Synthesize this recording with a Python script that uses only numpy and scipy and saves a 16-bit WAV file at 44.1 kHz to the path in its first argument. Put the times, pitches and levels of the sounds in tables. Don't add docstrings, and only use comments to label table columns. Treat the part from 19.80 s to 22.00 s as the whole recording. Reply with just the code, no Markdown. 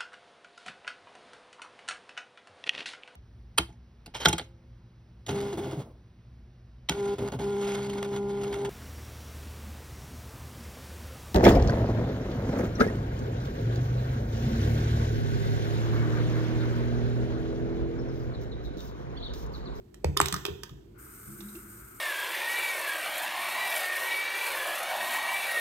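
import sys
import numpy as np
from scipy import signal
from scipy.fft import rfft, irfft
from scipy.io import wavfile

SR = 44100
rng = np.random.default_rng(int(sys.argv[2]) if len(sys.argv) > 2 else 0)


def file_out(sig):
    cols = np.atleast_2d(sig).T
    lim = np.clip(cols, -1, 1)
    pcm = np.round(lim * 32767).astype(np.int16)
    wavfile.write(sys.argv[1], SR, pcm)


N = 97020
TIME = np.arange(N) / SR

THUD_S, THUD_DB = 0.2442, -12
THUD_SCUFF_DB, THUD_SCUFF_HZ = -19.5, 1900
KNOCK_S = 0.4021
# [f/Hz, level/dB, t60/s]
COUNTER_MODES = [(141, -16, 0.15), (180.3, -20, 0.13), (356, -4.5, 0.029), (505, 1, 0.021),
                 (854, -6.5, 0.012)]
# [f/Hz, level/dB, t60/s]
STONE_MODES = [(312, -18, 0.035), (935, 7.5, 0.0039), (1225, 8, 0.0036), (8070, -8, 0.0041)]
BUILD_CYCLES = 0.35
# [t/s, level/dB]
BOOMS = [(0.246, -21.5), (0.404, -32.5), (0.696, -39.5)]
BOOM_HZ, BOOM_PEAK_S = 78.1, 0.026

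# [t/s, crack level/dB, hollow ring level/dB, crack f/Hz]
CLICKS = [(0.1431, -43.5, -87, 8160), (0.3679, -29, -25.5, 1202), (0.3722, -17, -49.5, 9900),
          (0.4027, -28, -20, 8000), (0.413, -16, -29, 7980), (0.4157, -21.5, -36, 4120),
          (.458, -21, -37.5, 8600), (0.4839, -24.5, -37.5, 6300), (0.525, -19.5, -30, 8240),
          (0.5413, -21.5, -33, 6100), (0.563, -30, -36.5, 5500), (0.6519, -21, -30.5, 3330),
          (0.6635, -29.5, -52, 5700), (0.684, -48, -38, 1140), (0.8339, -28.5, -40.5, 5960),
          (0.8937, -45.5, -49.5, 3100)]
# [f/Hz, level/dB]
CRACK_COLOUR = [(200, -10.5), (600, 1.5), (1300, 5), (3300, 3), (8200, 0), (15000, -3.5)]
CRACK_T60_S, BURST_ATTACK_S = 0.015, 0.00038
# [f/Hz, level/dB, t60/s]
PLASTIC_MODES = [(396, -4, 0.06), (950, -9, 0.04), (1045, -6.5, 0.047), (1248, 0, 0.024),
                 (1810, -10, 0.038)]
# [t/s, level/dB]
SNAPS = [(.3727, -21), (.414, -32.5)]
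# [f/Hz, level/dB, t60/s]
CAP_MODES = [(3575, -3, 0.03), (4840, -3, .022), (5440, -0.5, 0.0072)]
# [t/s, level/dB]
BUMPS = [(.285, -32), (.41, -33.5), (.527, -31.5), (.695, -37.5), (.908, -42.5), (1.468, -44.5)]
# [f/Hz, level/dB, t60/s]
CABINET_MODES = [(68.5, -7.5, 0.4), (115.2, -4.5, 0.36), (140.25, -4.5, .5), (179, -0.5, 0.12),
                 (302, -13, 0.28)]

# [t/s, level/dB]
FLOW = [(1.2, -2.5), (1.6, 1.5), (1.9, -0.5), (2.2, -3)]
# [f/Hz, level/dB]
JET_COLOUR = [(2000, -28), (4400, -19), (6500, -6.5), (8000, -0.5), (9200, 8), (10400, -5), (11800, 3),
              (13600, 3.5), (15500, -6.5)]
# [f/Hz, level/dB]
SPLASH_COLOUR = [(200, -11.5), (650, -17), (1050, -0.5), (1300, 8), (1480, 8), (1800, -7.5), (2150, -3),
                 (4000, -26)]
# [f/Hz, left-right level/dB]
SPLASH_PAN = [(800, -1), (1300, 6.5), (2200, 15)]
JET_DB, TAP_OPEN_S, TAP_RISE_S = -50.5, 1.177, 0.02
SPLASH_DB, SPLASH_START_S, SPLASH_RISE_S = -55, 1.132, 0.069
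# [t/s, level/dB, f/Hz]
SPITS = [(1.605, -45.5, 3800), (1.607, -48.5, 5700), (1.686, -50, 3900), (1.752, -48, 2740)]
SPIT_T60_S = 0.039

# [t/s, length/s, low resonance level/dB, high resonance level/dB]
GURGLES = [(1.473, 0.092, -45.5, -51), (1.588, 0.047, -47, -44), (1.614, 0.14, -41.5, -58),
           (1.747, 0.037, -51, -42), (1.772, 0.245, -54.5, -57)]
DRAIN_LOW_HZ, DRAIN_HIGH_HZ = 208, 336.6
GURGLE_RISE = 0.07

# [f/Hz, t60/s]
ROOM_T60 = [(100, 0.4), (400, 0.54), (3500, 0.62), (15000, 0.58)]
# [f/Hz, level/dB]
ROOM_COLOUR = [(100, -3), (550, -3.5), (1200, -5), (15000, -9.5)]
ROOM_DB, EARLY_DB, EARLY_T60_S = -2.5, -3, 0.18
BLOWS_WET_DB = -5.5

# [f/Hz, level/dB]
RUMBLE_COLOUR = [(25, -29), (50, 2), (80, -10.5), (125, -2.5), (165, -13), (205, -9.5), (260, -14),
                 (360, -7), (520, -27), (3000, -48.5)]
# [t/s, level/dB]
RUMBLE_LEVEL = [(.2, -52), (.9, -51.5), (2.2, -53.5)]

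# [f/Hz, left-right level/dB]
MIC_PAN = [(700, 0), (1200, 0), (1700, -1), (2600, -11.5), (4400, -13.5), (6000, -9.5), (7600, -0.5)]
# [f/Hz, left lead/rad]
MIC_PHASE = [(390, 0), (600, -1.89), (1400, -0.06), (4200, -3.5), (7200, -0.6), (8300, 0.5), (9100, 1.5),
             (11000, 4), (15500, 8.5)]
# [f/Hz, right lead/rad]
ROCK = [(45, 0), (170, 1.1), (390, 1.4), (560, 0.052)]
# [f/Hz, side-mid level/dB]
SPREAD = [(100, -29.5), (400, -1), (2500, 1.5), (5000, -3.5), (8000, -26.5)]
CUTOFF_HZ = 17200


def blows():
    return struck([(THUD_S, THUD_DB)], COUNTER_MODES) + struck([(KNOCK_S, 0)], STONE_MODES)


def booms():
    out, t = np.zeros((2, N)), TIME[:SR // 2]
    swell = (t / BOOM_PEAK_S * np.exp(1 - t / BOOM_PEAK_S)) ** 3
    boom = swell * np.sin(2 * np.pi * BOOM_HZ * t + rocking(BOOM_HZ))
    for s, db in BOOMS:
        add(out, s, from_db(db) * boom)
    return out


def scuff():
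    burst = bursts([(THUD_S, THUD_SCUFF_DB, THUD_SCUFF_HZ)], CRACK_T60_S, ring_db=11)
    b, a = signal.butter(1, 2 * THUD_SCUFF_HZ, fs=SR)
    return signal.lfilter(b, a, burst)


def clatter():
    crack_rows = [(s, crack_db, hz) for s, crack_db, _, hz in CLICKS]
    hollow_rows = [(s, hollow_db) for s, _, hollow_db, _ in CLICKS]
    cracks = colour(bursts(crack_rows, CRACK_T60_S, ring_db=3), CRACK_COLOUR)
    return cracks + struck(hollow_rows, PLASTIC_MODES, scatter_db=5)


def snaps():
    return struck(SNAPS, CAP_MODES)


def bumps():
    return struck(BUMPS, CABINET_MODES, scatter_db=3)


def tap(flutter_db=1.47):
    opened = np.clip((TIME - TAP_OPEN_S) / TAP_RISE_S, 0, 1)
    jet_gain = from_db(JET_DB + in_time(FLOW) + flutter_db * drift(59.95))
    jet = rms_one(colour(diffuse(), JET_COLOUR)) * opened * jet_gain
    wetted = np.clip((TIME - SPLASH_START_S) / SPLASH_RISE_S, 0, 1)
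    splash = rms_one(pan(colour(diffuse(), SPLASH_COLOUR), SPLASH_PAN)) * wetted * from_db(SPLASH_DB)
    return jet + splash


def spits():
    return bursts(SPITS, SPIT_T60_S, ring_db=11.5, sharpness=21)


def drain(waver=0.03, flutter_db=2):
    out = np.zeros(N)
    for s, length, *levels in GURGLES:
        progress = np.clip((TIME - s) / length, 0, 1)
        for hz, db in zip((DRAIN_LOW_HZ, DRAIN_HIGH_HZ), levels):
            pitch = hz * (1 + GURGLE_RISE * (progress - 0.5) + waver * drift(90))
            swell = np.sqrt(np.abs(np.sin(np.pi * progress)))
            gain = from_db(db + flutter_db * drift(70))
            out += swell * gain * np.sin(2 * np.pi * np.cumsum(pitch) / SR)
    return out


def bathroom(x):
    noise, tail = diffuse(), 0
    edges = np.geomspace(40, 18000, 10)
    for low, high in zip(edges, edges[1:]):
        band = signal.sosfilt(signal.butter(2, [low, high], "band", fs=SR, output="sos"), noise)
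        tail = tail + band * fade(TIME, at_hz(ROOM_T60, np.sqrt(low * high)))
    early = diffuse() * fade(TIME, EARLY_T60_S)
    mixed = from_db(ROOM_DB) * rms_one(tail) + from_db(EARLY_DB) * rms_one(early)
    response = colour(mixed, ROOM_COLOUR) / np.sqrt(N)
    onset = np.clip(TIME / 0.0013, 0, 1)
    return signal.fftconvolve(x, response * onset, axes=1)[:, :N]


def room_air():
    return rms_one(colour(diffuse(), RUMBLE_COLOUR)) * from_db(in_time(RUMBLE_LEVEL))


def struck(hits, modes, scatter_db=0):
    out, t = np.zeros((2, N)), TIME[:SR // 2]
    for k, (hz, mode_db, t60) in enumerate(modes):
        build = 1 - np.exp(-t * hz / BUILD_CYCLES)
        sign = (-1) ** k
        ring = sign * np.sin(2 * np.pi * hz * t + rocking(hz)) * fade(t, t60) * build
        for s, db in hits:
            add(out, s, from_db(db + mode_db + scatter_db * rng.standard_normal()) * ring)
    return out


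def bursts(rows, t60, ring_db, sharpness=6):
    out, t = np.zeros(N), TIME[:SR // 8]
    for s, db, hz in rows:
        envelope = fade(t, t60) * (1 - np.exp(-t / BURST_ATTACK_S))
        burst = from_db(db) * rng.standard_normal(len(t)) * envelope
        b, a = signal.iirpeak(hz, sharpness, fs=SR)
        add(out, s, burst + from_db(ring_db) * signal.lfilter(b, a, burst))
    return out


def rocking(hz):
    return at_hz(ROCK, hz) * np.array([[0], [1]])


def diffuse():
    mid, side = rng.standard_normal((2, N))
    side = colour(side, SPREAD)
    return rms_one(np.array([mid + side, mid - side]))


def pan(x, points):
    return np.array([colour(x[0], points, 0.5), colour(x[1], points, -0.5)])


def colour(x, points, share=1):
    size = 2 * x.shape[-1]
    hz = np.arange(size // 2 + 1) * SR / size
    return irfft(rfft(x, size) * from_db(share * at_hz(points, hz)), size)[..., :size // 2]


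def drift(rate):
    knots = rng.standard_normal(1000)
    return np.interp(TIME * rate, np.arange(len(knots)), knots)


def fade(t, t60):
    return np.exp(-np.log(1000) * t / t60)


def add(out, s, sound):
    i = int(np.clip(s * SR, 0, N - 1))
    out[..., i:i + sound.shape[-1]] += sound[..., :N - i]


def at_hz(points, hz):
    f, v = np.transpose(points)
    return np.interp(np.log(np.maximum(hz, 1)), np.log(f), v)


def in_time(points):
    return np.interp(TIME, *np.transpose(points))


def from_db(db):
    return 10 ** (np.asarray(db) / 20)


def rms_one(x):
    return x / np.sqrt(np.mean(x ** 2) + 1e-20)


def scene():
    heavy = blows()
    close = clatter() + snaps() + scuff() + booms() + bumps() + spits()
    room = bathroom(close + from_db(BLOWS_WET_DB) * heavy)
    return heavy + close + room + tap() + drain() + room_air()


def record(dry):
    left, right = pan(dry, MIC_PAN)
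    hz = np.arange(N + 1) * SR / (2 * N)
    right = irfft(rfft(right, 2 * N) * np.exp(-1j * at_hz(MIC_PHASE, hz)))[:N]
    pair = colour(np.array([left, right]), [(25, -18), (42, 0)])
    return signal.sosfilt(signal.cheby2(12, 60, CUTOFF_HZ, fs=SR, output="sos"), pair)


dry = scene()
out = record(dry)
file_out(out)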